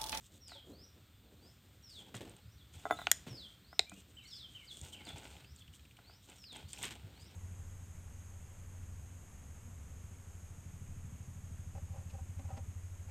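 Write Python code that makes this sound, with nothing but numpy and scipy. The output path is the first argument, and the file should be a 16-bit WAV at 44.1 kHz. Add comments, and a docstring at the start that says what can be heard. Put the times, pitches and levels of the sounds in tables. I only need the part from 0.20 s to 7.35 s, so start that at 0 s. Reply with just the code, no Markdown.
"""Wheelchair in a village yard

A metal wheelchair is pulled about close by, beside a parked three-wheeler. Blows ring its tubular
frame, its fittings snap and a free wheel ticks. Tyres and feet scrape the gritty earth and crack small
stones, and the cab floor thuds. Small birds whistle from the roofs over the village's hiss and rumble,
and the house walls answer faintly."""
import sys
import numpy as np
from scipy import signal
from scipy.fft import rfft, irfft
from scipy.io import wavfile
from scipy.ndimage import uniform_filter1d

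SR = 44100
rng = np.random.default_rng(int(sys.argv[2]) if len(sys.argv) > 2 else 0)


def transcribe(u):
    """Save the signal u as a 16-bit wav file named by the first command-line argument.

    u: samples, shape (n,) or (channels, n), limited to [-1, 1]; the rate is SR.
    q: integer samples, one column per channel.
    """
    v = np.clip(np.atleast_2d(u).T, -1, 1)
    q = np.round(v * 32767).astype(np.int16)
    wavfile.write(sys.argv[1], SR, q)


N = 315315
TIME = np.arange(N) / SR


def undb(db):
    """Decibels to gain."""
    return 10 ** (np.asarray(db) / 20)


def unit(x):
    """Scale to rms 1."""
    return x / np.sqrt(np.mean(x ** 2))


def add(track, s, sound):
    """Mix a sound into a track at s seconds."""
    start = max(int(s * SR), 0)
    part = sound[:max(N - start, 0)]
    track[start:start + len(part)] += part


def colour(x, points):
    """Minimum-phase EQ through (Hz, dB) points; the result has rms 1."""
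    hz, db = np.transpose(points)
    log_hz = np.log(np.fft.rfftfreq(8192, 1 / SR) + 1)
    cepstrum = irfft(np.log(undb(np.interp(log_hz, np.log(hz), db))))
    cepstrum[1:4096] *= 2  # fold onto positive time: no pre-ring
    cepstrum[4097:] = 0
    impulse = irfft(np.exp(rfft(cepstrum)))
    return unit(signal.fftconvolve(x, impulse)[:len(x)])


def drift(rate):
    """Smooth random motion of rms 1, with rate turns a second."""
    hold = int(SR / rate)
    steps = np.repeat(rng.standard_normal(N // hold + 1), hold)
    return unit(uniform_filter1d(steps, hold)[:N])


def grains(rate, spread_db):
    """Tiny random clicks, about rate a second, most weak and a few strong."""
    size = undb(spread_db * np.minimum(rng.exponential(size=N), 5))
    return (rng.random(N) < rate / SR) * rng.choice([-1, 1], N) * size


def clicks(events, spectrum, decay_s):
    """Small hard contacts: a fast-dying noise burst for each (seconds, peak dB)."""
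    out, t = np.zeros(N), TIME[:SR // 20]
    for s, db in events:
        crack = colour(rng.standard_normal(len(t)) * np.exp(-t / decay_s), spectrum)
        add(out, s, undb(db) * crack / np.abs(crack).max())
    return out


# Fader moves for hiss and rumble. Each row: time in seconds, relative level in dB.
HISS_FADER = [(0.0, -76.5), (2.61, -71.5), (2.79, -67.5), (3.36, -72), (5.1, -71), (5.55, -73.5),
              (7.15, -70.5)]
RUMBLE_FADER = [(0.0, -65.5), (1.79, -67), (2.11, -64.5), (4.22, -68.5), (5.18, -63.5), (6.07, -67.5),
                (6.75, -57), (7.15, -65.5)]
# Their tone. Each row: frequency in Hz, gain in dB.
HISS_EQ = [(25, -9.5), (70, 5), (200, -2), (400, -12.5), (940, -19), (1370, -14.5), (1800, -17),
           (2600, -17), (3500, -14), (5900, -25.5), (8400, -20.5), (10400, -35.5), (13500, -30.5),
           (16000, -42.5)]
RUMBLE_EQ = [(25, -17.5), (50, -2.5), (66, 1.5), (100, 0.5), (160, -13.5), (300, -22), (700, -51.5)]
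def village(hiss_gain_db=8, swell_db=0.7, rumble_gain_db=1.5, whine_hz=14495, whine_db=-79):
    """The village bed: gently swelling hiss, low rumble and a very faint high whine."""
    hiss_db = hiss_gain_db + np.interp(TIME, *np.transpose(HISS_FADER)) - swell_db * drift(3.13)
    hiss = undb(hiss_db) * colour(rng.standard_normal(N), HISS_EQ)
    rumble_db = rumble_gain_db + np.interp(TIME, *np.transpose(RUMBLE_FADER))
    rumble = undb(rumble_db) * colour(rng.standard_normal(N), RUMBLE_EQ)
    whine = np.sqrt(2) * np.sin(2 * np.pi * np.cumsum(whine_hz + 6 * drift(30)) / SR)
    return hiss + rumble + undb(whine_db) * whine


def strokes(events, attack_s, release_s):
    """Envelope of a set of movements: each builds, holds to the end of its length and dies away."""
    out, t = np.zeros(N), TIME[:SR]
    for s, length, db in events:
        attack = 1 - np.exp(-t / attack_s)
        release = np.exp(-np.maximum(t - length, 0) / release_s)
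        add(out, s, undb(db) * attack * release)
    return out


# Pushes drag the tyres, feet and tyres twist on sand, the handler's weight shifts on seat and floor.
# Each row: start in seconds, length in seconds, level in dB.
PUSHES = [(0.279, 0.11, -66), (1.0, 0.55, -79), (1.768, 0.12, -70), (2.024, 0.15, -69.5),
          (2.534, 0.38, -66.5), (4.607, 0.082, -64), (4.737, 0.15, -65.5), (4.86, 0.083, -59),
          (4.954, 0.033, -56), (5.027, 0.17, -61.5), (5.766, 0.17, -69.5), (6.073, 0.04, -58.5),
          (6.314, 0.087, -56), (6.534, .22, -61.5), (6.79, 0.37, -69.5)]
TWISTS = [(0, 0.067, -66), (.11, 0.065, -69.5), (.27, 0.046, -66.5), (.45, .05, -70.5), (1.1, 0.53, -77.5),
          (1.69, 0.11, -64), (2.52, 0.47, -67.5), (3.12, 0.21, -73.5), (3.71, 0.09, -66),
          (3.88, 0.045, -73.5), (4.03, 0.17, -69), (4.28, 0.26, -70), (4.5, 0.11, -64), (4.625, 0.064, -59),
          (4.72, 0.016, -61), (5.03, 0.11, -64.5), (5.335, .06, -71), (5.527, 0.019, -62.5),
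          (5.6, 0.13, -80), (6.02, 0.2, -68), (6.48, 0.16, -59.5), (6.995, 0.026, -62)]
SHIFTS = [(.07, 0.13, -68), (.44, 0.097, -57.5), (.56, 0.11, -70), (.745, 0.027, -62), (1.03, 0.25, -65),
          (1.44, .12, -69.5), (1.72, 0.43, -66.5), (3.15, 0.095, -68), (3.715, 0.058, -67),
          (3.855, 0.047, -68), (4.5, 0.29, -67), (5.1, 0.076, -69), (5.62, 0.054, -71),
          (6.83, 0.063, -62.5), (6.92, .23, -71.5)]
# Bright sand, midrange rubber and dull weight. Each row: frequency in Hz, gain in dB.
CRUNCH_EQ = [(1500, -27.5), (3300, 5), (4500, -7), (5700, -3), (7000, 2), (8700, 3), (9800, -15),
             (13000, -9.5), (16000, -23.5)]
SCRAPE_EQ = [(400, -14.5), (650, 0), (850, 6), (1050, -5.5), (1200, -12), (1450, 0.5), (1750, -9),
             (2100, -2), (2600, 0), (3400, -2.5), (5000, -11.5), (8000, -30.5)]
SHUFFLE_EQ = [(70, -10), (150, -1.5), (290, -0.5), (550, -6.5), (800, -16.5), (1500, -28), (3000, -42)]
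def movement(push_sand_db=-7.5, push_weight_db=-3.5, jerk_db=2.0):
    """Sand crunches, rubber scrapes and weight shifts in the same small jerks; a push plays all three."""
    push = strokes(PUSHES, attack_s=0.011, release_s=0.041)
    twist = strokes(TWISTS, attack_s=0.0055, release_s=0.026)
    shift = strokes(SHIFTS, attack_s=0.019, release_s=0.031)
    sand, rubber, weight = grains(3200, 3.4), grains(1500, 3), grains(2500, 1.4)
    crunch = np.hypot(twist, undb(push_sand_db) * push) * colour(sand, CRUNCH_EQ)
    scrape = push * colour(rubber, SCRAPE_EQ)
    shuffle = np.hypot(shift, undb(push_weight_db) * push) * colour(weight, SHUFFLE_EQ)
    return (crunch + scrape + shuffle) * undb(jerk_db * drift(60))


# Each syllable's glide. Each row: position from 0 to 1, pitch in Hz, relative level in dB.
SYLLABLES = { "fall": [(0, 5750, -14), (.15, 5550, -5), (.37, 5000, -3), (.57, 4150, -1), (.77, 3400, 1),
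             (.93, 3080, -2), (1, 2950, -12)], "rise": [(0, 3650, -10), (.35, 4450, -4), (.65, 5000, -1),
             (.85, 5400, 0), (1, 6100, -5)], "chip": [(0, 2880, -4), (.12, 3140, -2.5), (.22, 3020, -0.5),
             (.33, 2660, -12), (.5, 2450, -25), (.8, 2200, -14), (1, 2050, -20)], "flick": [(0, 4970, -14),
             (.3, 4400, -5), (.6, 3700, -4.5), (.87, 3400, 3), (1, 3020, -12.5)], "arch": [(0, 3684, -4.5),
             (.25, 4213, -4.5), (.45, 4365, -6), (.75, 3680, 4), (1, 3370, -5.5)], "slur": [(0, 2334, -1),
             (.35, 2460, 3), (.7, 2850, -3.5), (1, 3150, -11)], "pip": [(0, 7670, -9), (.3, 7970, 1),
             (1, 7200, -3)]}
# Each syllable's length in seconds.
SYLLABLE_S = {"fall": .208, "rise": .16, "chip": .1, "flick": .055, "arch": 0.066, "slur": .17, "pip":
              0.027}
def whistles(calls, waver, flutter_db):
    """A nearly pure, slightly wavering glide for each (seconds, dB, syllable)."""
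    out, bend, flutter = np.zeros(N), waver * drift(400), flutter_db * drift(120)
    for s, db, syllable in calls:
        position = np.linspace(0, 1, int(SYLLABLE_S[syllable] * SR))
        now = int(s * SR) + np.arange(len(position))
        points, hz, shape_db = np.transpose(SYLLABLES[syllable])
        pitch = np.interp(position, points, hz) * (1 + bend.take(now, mode="clip"))
        level = undb(db + np.interp(position, points, shape_db) + flutter.take(now, mode="clip"))
        fades = signal.windows.tukey(len(position), .15)
        add(out, s, level * fades * np.sin(2 * np.pi * np.cumsum(pitch) / SR))
    return out


# The nearest bird's long falling whistle, and another's two-note phrase.
# Each row: start in seconds, relative level in dB.
FALLS = [(.2, -54), (1.62, -53.5), (3.078, -50.5), (4.068, -51.5), (6.168, -53)]
PHRASES = [(3.965, -47), (4.346, -43.5), (4.723, -45.5)]
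def near_birds(flick_after_s=.123, flick_db=-3.5, pips_start_s=3.945, pip_gap_s=0.087, pip_db=-66):
    """Falling whistles, low chips answered by a downward flick, and three thin, high pips."""
    calls = [(s, db, "fall") for s, db in FALLS]
    for s, db in PHRASES:
        calls += [(s, db, "chip"), (s + flick_after_s, db + flick_db, "flick")]
    calls += [(pips_start_s + k * pip_gap_s, pip_db, "pip") for k in range(3)]
    return whistles(calls, waver=.011, flutter_db=1.5)


# One bird's repeated rising whistle. Each row: start in seconds, relative level in dB.
RISES = [(.495, -61.5), (1.157, -66.5), (2.18, -72), (2.825, -59.5), (3.409, -63), (4.015, -56.5),
         (5.172, -66), (5.815, -62.5), (6.42, -62), (6.926, -62)]
# Single calls of other birds. Each row: start in seconds, relative level in dB, syllable.
STRAYS = [(2.366, -61, "flick"), (2.767, -51.5, "arch"), (3.658, -61.5, "slur"), (5.366, -60, "flick")]
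def far_birds(flock_calls=45, flock_db=-76, spread_db=2):
    """Rising whistles and stray calls over a faint flock that chirps at random."""
    rises = [(s, db, "rise") for s, db in RISES]
    flock = [(when * N / SR, flock_db + spread_db * (2 * size - 1), "flick" if kind < .5 else "arch")
             for when, size, kind in rng.random((flock_calls, 3))]
    return whistles(rises + STRAYS + flock, waver=.01, flutter_db=4.5)


# Slaps off the nearest walls. Each row: delay in seconds, gain in dB.
BIRD_ECHOES = [(.006, -9), (.017, -12.5), (0.035, -17), (.052, -18.5)]
def birdsong(near_direct_db=-2.0, far_direct_db=-3.5):
    """Whistles come back from the walls; less direct sound arrives from the further birds."""
    near, far = near_birds(), far_birds()
    direct = undb(near_direct_db) * near + undb(far_direct_db) * far
    return echoed(direct, BIRD_ECHOES) + walls(near + far, t60=0.39, wet_db=-7, build_s=.005)


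# The loudest stones. Each row: start in seconds, relative peak level in dB.
STONES = [(.2813, -44), (1.952, -41.5), (1.9664, -43.5), (2.0956, -47.5), (2.1653, -52), (3.696, -41.5),
          (4.57, -45), (4.592, -50), (4.6139, -40), (4.732, -56), (4.852, -49), (4.8898, -43.5),
          (4.9841, -46), (5.362, -49), (6.329, -47.5), (6.3654, -43.5), (6.5316, -34.5), (6.6284, -33),
          (6.6534, -34)]
# Their brittle tone. Each row: frequency in Hz, gain in dB.
STONE_EQ = [(500, -5), (1500, -26), (3300, 7), (5200, -12), (7000, 6), (8700, 10), (10000, -12),
            (16000, -23)]
def stones(gain_db=3.0, pebble_boost_db=9, spread_db=3):
    """Stones crack under tyres and feet; each push adds a pebble, louder under a harder push."""
    pebbles = [(s + when * length, db + pebble_boost_db + spread_db * (2 * size - 1))
               for (s, length, db), (when, size) in zip(PUSHES, rng.random((len(PUSHES), 2)))]
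    return undb(gain_db) * clicks(STONES + pebbles, STONE_EQ, decay_s=0.0018)


def ringing(modes, t, detune=.003):
    """Decaying modes, a little different in level and pitch on every blow."""
    out = np.zeros(len(t))
    for k, (hz, db, t60) in enumerate(modes):
        polarity = (-1) ** (k // 3)
        level = undb(db + rng.normal() - 60 * t / t60)
        pitch = hz * (1 + detune * rng.normal())
        out += polarity * level * np.sin(2 * np.pi * pitch * t)
    return out


# The frame's dull knock and its tubes' high ring.
# Each row: frequency in Hz, relative level in dB, seconds to fall 60 dB.
FRAME_MODES = [(304.3, -18.5, 0.15), (423, -16, 0.065), (592, -12.5, 0.043), (706.5, -4, 0.048),
               (782, -5, 0.034), (1016, -10.5, 0.042), (1130, -0.5, 0.0088), (1307, -15.5, 0.15),
               (1404, -2, 0.029), (1640, -8.5, 0.026), (2005, -8, 0.043), (2200, -24.5, 0.089),
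               (2660, -18.5, 0.01), (3670, -12.5, .012)]
TUBE_MODES = [(3553, -24, .15), (6735, -25, .14), (7219, -30, .12), (10650, -23, .11), (14320, -23, .12),
              (15370, -17, .06)]
# Blows. Each row: start in seconds, peak level in dB, contact time in ms, tube ring gain in dB.
KNOCKS = [(.3189, -40, 0.063, -11), (1.944, -39, .16, -18), (2.654, -25, 0.79, 6.5),
          (2.6655, -32.5, 1.4, -10), (2.701, -33.5, 0.71, -8), (2.709, -14.5, 0.54, 9),
          (2.7168, -37.5, 0.37, -3), (2.7245, -28, 0.8, 19.5), (2.789, -32.5, .074, 2.5),
          (2.7946, -35, 0.42, -0.5), (2.8165, -33.5, 0.063, 4), (2.87, -28.5, .25, -18),
          (3.068, -48, 0.085, -14), (3.529, -39.5, 0.09, -7), (3.718, -42, 0.087, -10),
          (5.789, -47.5, .1, -10), (5.897, -49, 0.2, -7)]
def frame_knocks(crack_db=-12, crack_s=.003):
    """Blows ring the tubular frame; a longer contact dulls the high modes."""
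    out, t = np.zeros(N), TIME[:SR // 3]
    for s, db, contact_ms, tube_db in KNOCKS:
        crack = undb(crack_db) * rng.standard_normal(len(t)) * np.exp(-t / crack_s)
        ring = ringing(FRAME_MODES, t) + undb(tube_db) * ringing(TUBE_MODES, t)
        cutoff_hz = min(500 / contact_ms, SR / 3)
        blow = signal.lfilter(*signal.butter(1, cutoff_hz, fs=SR), ring + crack)
        add(out, s, undb(db) * blow / np.abs(blow).max())
    return out


# Cab floor and tyre thuds. Each row: start in seconds, peak level in dB, pitch in Hz.
THUDS = [(.352, -54, 563), (0.496, -48.5, 285), (1.945, -39.5, 119), (2.245, -47.5, 105),
         (2.271, -50.5, 103), (2.354, -51.5, 86.6), (2.551, -46.5, 82), (3.107, -39, 123),
         (3.718, -47, 190), (3.769, -53, 185), (4.615, -42.5, 84.5), (4.93, -44, 91), (5.305, -47, 79),
         (5.483, -53, 90), (6.437, -43, 86.6), (6.831, -45, 104), (7.013, -48, 89)]
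def thuds(t60=0.085, attack_s=0.025, overtone_db=-7, overtone_ratio=1.58):
    """Soft loads set two low, quickly damped modes swinging."""
    out, t = np.zeros(N), TIME[:SR // 3]
    for s, db, hz in THUDS:
        phase = 2 * np.pi * hz * t
        swing = np.sin(phase) + undb(overtone_db) * np.sin(overtone_ratio * phase)
        thud = swing * (1 - np.exp(-t / attack_s)) * undb(-60 * t / t60)
        add(out, s, undb(db) * thud / np.abs(thud).max())
    return out


# Skids on the earth. Each row: start in seconds, length in seconds, grit in dB, weight in dB.
SCUFFS = [(1.941, 0.048, -50, -51), (2.006, 0.033, -56, -47.5), (2.048, 0.086, -66.5, -56),
          (3.065, 0.047, -52.5, -49.5), (3.114, 0.077, -69, -55), (6.535, 0.017, -58, -77),
          (6.613, 0.017, -48, -53), (6.631, 0.054, -43, -53.5), (6.705, 0.028, -49.5, -60)]
# The grit's tone. Each row: frequency in Hz, gain in dB.
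GRIT_EQ = [(180, -17), (400, -20), (950, 0.5), (1300, -4.5), (1700, 1.5), (2400, 1.5), (3300, 5),
           (4500, -5), (5600, -7), (6800, -5), (8600, -5), (10400, -22), (13000, -11), (16000, -45)]
def scuffs(attack_s=0.0014):
    """A sole or tyre skids: a burst of grit over the dull push of its weight."""
    grit_level, weight_level, t = np.zeros(N), np.zeros(N), TIME[:SR // 2]
    for s, length, grit_db, weight_db in SCUFFS:
        skid = (1 - np.exp(-t / attack_s)) * np.exp(-(t / length) ** 2)
        add(grit_level, s, undb(grit_db) * skid)
        add(weight_level, s, undb(weight_db) * skid)
    grit = grit_level * colour(grains(5000, 4.0), GRIT_EQ)
    weight = weight_level * colour(grains(1500, 3.0), SHUFFLE_EQ)
    return grit + weight


# The fittings' resonances. Each row: frequency in Hz, nominal width in Hz, gain in dB.
FOOTREST_MODES = [(415, 130, -10.5), (780, 160, -2), (1463, 160, 1.5), (2615, 830, 2), (3297, 300, -15.5),
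                  (3620, 170, -18.5), (6500, 160, -10.5), (8000, 180, -18.5)]
LATCH_MODES = [(670, 130, -16.5), (1060, 180, -16.5), (1720, 390, -6), (1887, 130, -7.5), (3340, 296, -2.5),
               (4100, 130, -9.5), (5300, 400, -7.5), (6050, 370, -5), (6740, 70, -13), (7023, 360, 2.5),
               (8230, 130, -3.5), (9300, 340, -3.5), (10400, 270, -15.5), (12180, 170, -8),
               (13460, 430, -8), (13730, 520, -17)]
BRAKE_MODES = [(418, 100, -11.5), (710, 156, -7), (1470, 137, -16.5), (2135, 220, -5.5), (2480, 210, -6),
               (3320, 220, -26), (3896, 370, 3.5), (4960, 370, -4.5), (6030, 280, -14), (7310, 370, -8),
               (8180, 370, -9), (11700, 1300, -28), (12660, 300, -31), (14200, 600, -27)]
# Snaps. Each row: start in seconds, peak level in dB, fitting.
SNAPS = [(2.8697, -16.5, "footrest"), (2.9150, -5, "latch"), (3.593, -9.5, "brake")]
def fitting_snaps(lag_at_1khz_s=0.00021, slide_s=0.00065, slide_db=-27, damping=1.54):
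    """A fitting springs home and rings briefly; bending waves bring the low modes a little later."""
    out, t = np.zeros(N), TIME[:SR // 10]
    modes = {"footrest": FOOTREST_MODES, "latch": LATCH_MODES, "brake": BRAKE_MODES}
    for s, db, fitting in SNAPS:
        strike = undb(slide_db) * rng.standard_normal(len(t)) * np.exp(-t / slide_s)
        strike[0] += 1
        ring = np.zeros(len(t))
        for hz, width, mode_db in modes[fitting]:
            late = np.roll(strike, int(lag_at_1khz_s * SR * np.sqrt(1000 / hz)))
            resonance = signal.iirpeak(hz, hz / (width * damping), fs=SR)
            # filtered twice, so each resonance rings distinctly with deep valleys between
            ring += undb(mode_db) * signal.lfilter(*resonance, signal.lfilter(*resonance, late))
        add(out, s, undb(db) * ring / np.abs(ring).max())
    return out


# Light ticks of the fittings. 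Each row: start in seconds, peak level in dB.
TICKS = [(5.245, -48.5), (6.118, -52), (6.24, -44.5), (6.532, -41), (6.575, -43.5)]
# Their tone. Each row: frequency in Hz, gain in dB.
TICK_EQ = [(800, -17), (1800, -9.5), (2500, 6), (3100, 9), (3600, -5.5), (5000, -12), (9000, -11),
           (13000, -31)]
def ticks(wheel_start_s=5.42, wheel_gap_s=.058, wheel_db=-52):
    """The fittings tick here and there, and a freely turning wheel adds an even run of seven."""
    wheel = [(wheel_start_s + k * wheel_gap_s, wheel_db) for k in range(7)]
    return clicks(TICKS + wheel, TICK_EQ, decay_s=0.004)


def echoed(x, echoes):
    """A sound together with its distinct reflections."""
    out = x.copy()
    for delay, db in echoes:
        add(out, delay, undb(db) * x)
    return out


# Tone of the reverb tail. Each row: frequency in Hz, gain in dB.
WALL_EQ = [(100, 7), (700, 2.5), (3500, 0.5), (8000, 1), (10000, -4.5), (16000, -11.5)]
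def walls(x, t60, wet_db, build_s):
    """Scattered sound from the house fronts, building up and dying away."""
    t = TIME[:SR]
    scatter = rng.standard_normal(len(t)) * (1 - np.exp(-t / build_s)) * undb(-60 * t / t60)
    tail = colour(scatter, WALL_EQ) / np.sqrt(len(t))
    return undb(wet_db) * signal.fftconvolve(x, tail)[:N]


# Early reflections off the ground and the cab. Each row: delay in seconds, gain in dB.
CLOSE_ECHOES = [(.0042, -22.5), (0.011, -26), (0.018, -35.5), (.025, -43)]
def scene():
    """Close hits and birds with their echoes, over dry ground noise and the village; both ears alike."""
    hits = stones() + frame_knocks() + fitting_snaps() + ticks()
    close = echoed(hits, CLOSE_ECHOES) + walls(hits, t60=0.26, wet_db=-24, build_s=.004)
    mix = close + birdsong() + scuffs() + thuds() + movement() + village()
    return np.array([mix, mix])


def record(dry, hiss_db=-83, low_cut_hz=48, high_cut_hz=16200):
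    """The phone adds a trace of bright hiss to each channel, drops the deep bass and cuts the top."""
    hiss = undb(hiss_db) * np.diff(rng.standard_normal((2, N + 1))) / 2
    low_cut = signal.butter(4, low_cut_hz, "high", fs=SR, output="sos")
    high_cut = signal.ellip(8, .2, 70, high_cut_hz, fs=SR, output="sos")
    return signal.sosfilt(high_cut, signal.sosfilt(low_cut, dry + hiss))


dry = scene()
out = record(dry)
transcribe(out)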